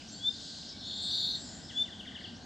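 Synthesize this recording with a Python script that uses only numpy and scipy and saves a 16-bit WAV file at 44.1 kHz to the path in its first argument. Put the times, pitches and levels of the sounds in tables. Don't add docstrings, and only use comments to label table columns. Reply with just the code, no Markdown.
import sys
import numpy as np
from scipy import signal
from scipy.fft import rfft, irfft
from scipy.io import wavfile

SR = 44100
rng = np.random.default_rng(int(sys.argv[2]) if len(sys.argv) > 2 else 0)


def wrap_up_sound(samples):
    columns = np.atleast_2d(samples).T
    tamed = np.clip(columns, -1, 1)
    steps = np.round(tamed * 32767).astype(np.int16)
    wavfile.write(sys.argv[1], SR, steps)


N = 108045
TIME = np.arange(N) / SR


def amp(db):
    return 10 ** (np.asarray(db) / 20)


def unit(x):
    return x / np.sqrt(np.mean(x ** 2) + 1e-20)


def curve(rows, t, column=1):
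    return np.interp(t, np.array(rows)[:, 0], np.array(rows)[:, column])


def spectrum(rows, hz):
    f, value = np.transpose(rows)
    return np.interp(np.log(hz + 1), np.log(f + 1), value)


def add(mix, start_s, sound):
    at = round(start_s * SR)
    sound = sound[max(-at, 0):]
    part = mix[max(at, 0):][:len(sound)]
    part += sound[:len(part)]


def wander(size, hz):
    lowpass = np.exp(-.5 * (np.fft.rfftfreq(N, 1 / SR) / hz) ** 2)
    return unit(irfft(rfft(rng.standard_normal(N)) * lowpass, N))[:size]


def phase(hz):
    return 2 * np.pi * np.cumsum(hz) / SR


# frequency_hz, likeness (0-1)
AIR_LIKENESS = [(60, 0.96), (130, 1), (250, 0.88), (500, 0.89), (1200, 0.51), (2500, 0.77), (5000, 0.94),
                (12000, 1)]
# frequency_hz, left_db
AIR_LEAN = [(200, 0), (700, 0.79), (1500, 2.8), (3500, 0.8), (8000, 0)]

def air(colour):
    hz = np.fft.rfftfreq(N, 1 / SR)
    mid, side = rfft(rng.standard_normal((2, N)))
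    likeness, left_db = spectrum(AIR_LIKENESS, hz), spectrum(AIR_LEAN, hz)
    mid *= np.sqrt(1 + likeness)
    side *= np.sqrt(1 - likeness)
    channels = np.array([(mid + side) * amp(left_db / 2), (mid - side) * amp(-left_db / 2)])
    return unit(irfft(channels * amp(spectrum(colour, hz)), N))


# frequency_hz, density_db
RUMBLE_COLOUR = [(20, -27), (40, -14), (80, -3), (140, -6), (215, 0), (290, -4), (370, -13), (520, -16),
                 (720, -12), (950, -20), (1300, -23), (1550, -19), (1850, -22), (2300, -28), (3000, -28),
                 (4500, -45), (12000, -90)]
# time_s, level_db
RUMBLE_LEVEL = [(0, -51.5), (.7, -51.5), (1.1, -49.5), (1.45, -48.5), (1.75, -50), (2.45, -49.5)]

def rumble():
    return amp(curve(RUMBLE_LEVEL, TIME)) * air(RUMBLE_COLOUR)


# frequency_hz, density_db
CHORUS_COLOUR = [(1800, -33), (2500, -10), (3200, 9), (4600, 11.5), (5800, 5), (7500, 1.5), (8500, -8),
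                 (10000, -21), (12000, -30.5), (15500, -41.5)]
# time_s, level_db
CHORUS_LEVEL = [(0, -54), (.5, -50), (.8, -56.5), (1.1, -50.5), (1.5, -52.5), (1.8, -55), (2.05, -58),
                (2.45, -59.5)]

def far_chorus():
    return amp(curve(CHORUS_LEVEL, TIME)) * air(CHORUS_COLOUR)


# pitch_hz, level_db
WHINE_TONES = [(1473, -71.5), (1573, -67.5)]

def whine():
    return sum(amp(db) * unit(np.sin(phase(hz + .5 * wander(N, 2.15)))) for hz, db in WHINE_TONES)


# start_s, length_s, from_hz, to_hz, flutter_hz, level_db
TWITTER_NOTES = [(-.02, 0.062, 4930, 5000, 60, -56.5), (-.02, 0.065, 2915, 2632, 215, -53),
                 (.07, .04, 5690, 6200, 298, -45), (0.112, 0.062, 4300, 4340, 25, -49.5),
                 (0.134, 0.0494, 4366, 4660, 80, -45), (.05, 0.041, 3110, 3500, 120, -65),
                 (0.107, 0.048, 7395, 7380, 58.6, -45), (.295, 0.021, 4980, 5000, 30.3, -36),
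                 (0.317, 0.08, 4240, 4307, 378, -46.5), (0.381, .36, 4305, 4450, 511, -47.5),
                 (0.388, 0.23, 7720, 7550, 200, -65), (0.298, 0.43, 6680, 6300, 540, -59),
                 (0.678, 0.039, 5320, 5000, 172, -40.5), (.71, 0.071, 2250, 2300, 60, -65),
                 (0.781, .06, 5540, 5100, 173, -51), (0.831, 0.085, 6340, 7300, 297, -56),
                 (0.921, 0.19, 7220, 7500, 174, -53.5), (1.009, 0.068, 8150, 8100, 260, -52),
                 (1.103, 0.048, 5920, 5850, 69, -45), (1.127, 0.13, 7250, 7120, 81.5, -52.5),
                 (1.286, 0.062, 6170, 5950, 93, -51), (1.336, .13, 7440, 7550, 182, -50.5),
                 (1.438, 0.17, 7040, 7250, 260, -54), (1.392, 0.13, 4680, 4900, 492, -51),
                 (1.609, .075, 4850, 5530, 130, -51), (1.694, 0.14, 6850, 6300, 587, -59),
                 (2.184, 0.14, 4500, 4410, 400, -54), (2.33, .06, 5220, 6100, 510, -56),
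                 (2.415, 0.071, 6500, 6550, 50, -59), (2.394, 0.054, 4170, 4100, 250, -53)]

def twitters(fade_s=.027):
    out = np.zeros(N)
    for start, length, from_hz, to_hz, flutter_hz, db in TWITTER_NOTES:
        progress = np.linspace(0, 1, round(length * SR))
        hz = from_hz + (to_hz - from_hz) * progress + flutter_hz * wander(len(progress), 231)
        fade = np.minimum(np.minimum(progress, 1 - progress) * length / fade_s, 1)
        add(out, start, amp(db) * unit(np.sin(phase(hz))) * fade)
    return out


# time_s, pitch_hz, level_db
WHISTLE_NOTES = [
    [(.19, 3240, -60), (.215, 3350, -47), (.236, 3440, -40), (.256, 3510, -31), (.291, 3620, -28.5),
     (.304, 3520, -42)],
    [(1.73, 3300, -55), (1.755, 3420, -43), (1.777, 3450, -31.5), (1.816, 3540, -28.3), (1.828, 3560, -33),
     (1.838, 3510, -44)],
]

def whistles(waver_hz=14, release_s=.0035):
    out = np.zeros(N)
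    for note in WHISTLE_NOTES:
        t = np.arange(note[0][0], note[-1][0], 1 / SR)
        angle = phase(curve(note, t) + waver_hz * wander(len(t), 80))
        tone = np.sin(angle) + amp(-32) * np.sin(2 * angle) + amp(-46) * np.sin(3 * angle)
        release = np.clip((t[-1] - t) / release_s, 0, 1)
        add(out, t[0], unit(tone) * amp(curve(note, t, column=2)) * release)
    return out


# time_s, level_db
BUZZ_LEVEL = [(.74, -55.5), (.84, -45), (.9, -41), (.98, -39), (1.07, -35.5), (1.15, -32), (1.25, -32.5),
              (1.313, -31.5), (1.342, -38.5), (1.356, -30), (1.378, -48.5)]
# time_s, rate_hz, centre_hz, depth_hz
BUZZ_SWING = [(.74, 260, 3900, 400), (.9, 204, 3941, 510), (1.02, 208, 4013, 557), (1.15, 162, 4082, 530),
              (1.24, 168, 4010, 503), (1.31, 177, 4058, 454), (1.378, 140, 4040, 434)]

def buzz(rate_jitter=.03, shimmer_db=1.5, downstroke_db=1.5, release_s=.0015):
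    t = np.arange(BUZZ_LEVEL[0][0], BUZZ_LEVEL[-1][0], 1 / SR)
    rate_hz, centre_hz, depth_hz = (curve(BUZZ_SWING, t, column) for column in (1, 2, 3))
    level_db = curve(BUZZ_LEVEL, t)
    from_peak_db = level_db - level_db.max()
    cycle = phase(rate_hz * (1 + rate_jitter * wander(len(t), 90)))
    swing = np.sin(cycle + .2 * np.sin(cycle)) - .12 * np.cos(2 * cycle)
    rasp_hz = 50 * amp(-.7 * from_peak_db)
    angle = phase(centre_hz + depth_hz * swing + rasp_hz * wander(len(t), 300))
    third_db = -37.5 + 6.5 * swing + from_peak_db
    tone = np.sin(angle) + amp(-33.5) * np.sin(2 * angle) + amp(third_db) * np.sin(3 * angle)
    throb_db = shimmer_db * wander(len(t), 110) - swing - downstroke_db * np.cos(cycle)
    release = np.clip((t[-1] - t) / release_s, 0, 1)
    out = np.zeros(N)
    add(out, t[0], unit(tone * amp(throb_db)) * amp(level_db) * release)
    return out


def glides(notes, taper):
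    out = np.zeros(N)
    for start, length, from_hz, to_hz, db in notes:
        progress = np.linspace(0, 1, round(length * SR))
        hz = from_hz * (to_hz / from_hz) ** progress * (1 + .011 * wander(len(progress), 54))
        swell = abs(np.sin(np.pi * progress)) ** taper
        add(out, start, amp(db) * np.sqrt(2) * swell * np.sin(phase(hz)))
    return out


# start_s, length_s, from_hz, to_hz, level_db
LOW_SONG_NOTES = [(1.345, 0.049, 2205, 1480, -61.5), (1.52, 0.048, 2168, 1496, -58.5),
                  (1.692, .052, 2300, 1486, -56.5), (1.868, 0.054, 2300, 1473, -56),
                  (2.047, 0.029, 2653, 1390, -53), (2.082, .018, 2324, 1465, -57),
                  (2.113, 0.0212, 2290, 1560, -54), (2.144, 0.017, 2215, 1570, -54),
                  (2.175, 0.0183, 2450, 1440, -52.5), (2.205, 0.0171, 2460, 1600, -50.5),
                  (2.235, 0.016, 2280, 1530, -62), (2.264, 0.014, 2110, 1460, -61)]

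def low_song():
    return glides(LOW_SONG_NOTES, taper=1.08)


# start_s, length_s, from_hz, to_hz, level_db
FALLING_NOTES = [(1.684, .037, 4100, 2480, -44.5), (1.764, .032, 3900, 2520, -46.5),
                 (1.839, .034, 3950, 2500, -46), (1.915, .029, 3900, 2780, -43.5),
                 (1.987, .035, 3950, 2520, -41.5), (2.064, .033, 3920, 2650, -41),
                 (2.142, .038, 3980, 2500, -40.5), (2.232, .036, 3930, 2520, -40.5)]

def falling_run():
    return glides(FALLING_NOTES, taper=1.8)


# frequency_hz, density_db
HISS_COLOUR = [(2500, -34), (5000, -2), (8000, -9), (11000, -13), (13000, -29), (16000, -35)]

def hiss(start_s=1.985, length_s=.12, level_db=-68.5):
    progress = np.clip((TIME - start_s) / length_s, 0, 1)
    return amp(level_db) * np.minimum(progress * 10, 1) * (1 - progress) * air(HISS_COLOUR)


# delay_s, level_db
BANK_ECHOES = [(.0014, -10), (.0033, -13), (.0087, -14), (.0235, -13), (.051, -16)]

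def woods(call, echo_db, tail_db, t60_s, left_db, tail_width=.17, build_s=.0062):
    t = np.arange(SR) / SR
    scatter = rng.standard_normal((2, SR)) * amp(-60 * t / t60_s) * (1 - np.exp(-t / build_s))
    mid, side = amp(tail_db) * scatter / np.linalg.norm(scatter[0])
    mid[0] += 1
    for delay, db in BANK_ECHOES:
        add(mid, delay, amp([db + echo_db]))
    response = np.array([mid + tail_width * side, mid - tail_width * side]) / np.linalg.norm(mid)
    pan = amp([[left_db / 2], [-left_db / 2]])
    return signal.fftconvolve(call[None], response, axes=1)[:, :N] * pan


def scene():
    return (rumble() + far_chorus() + whine()
            + woods(twitters(), echo_db=-7, tail_db=-.5, t60_s=.53, left_db=1)
            + woods(whistles(), echo_db=-1, tail_db=-10.5, t60_s=.45, left_db=3)
            + woods(buzz(), echo_db=-.5, tail_db=-8, t60_s=.28, left_db=1.3)
            + woods(low_song(), echo_db=-11.5, tail_db=-2, t60_s=.51, left_db=5)
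            + woods(falling_run(), echo_db=-30, tail_db=-2, t60_s=.53, left_db=2.2)
            + hiss())


def record(dry):
    cutoff_hz = 15600
    lowpass = signal.firwin(511, cutoff_hz, window=("kaiser", 9), fs=SR)
    return signal.oaconvolve(dry, lowpass[None], "same")


dry = scene()
out = record(dry)
wrap_up_sound(out)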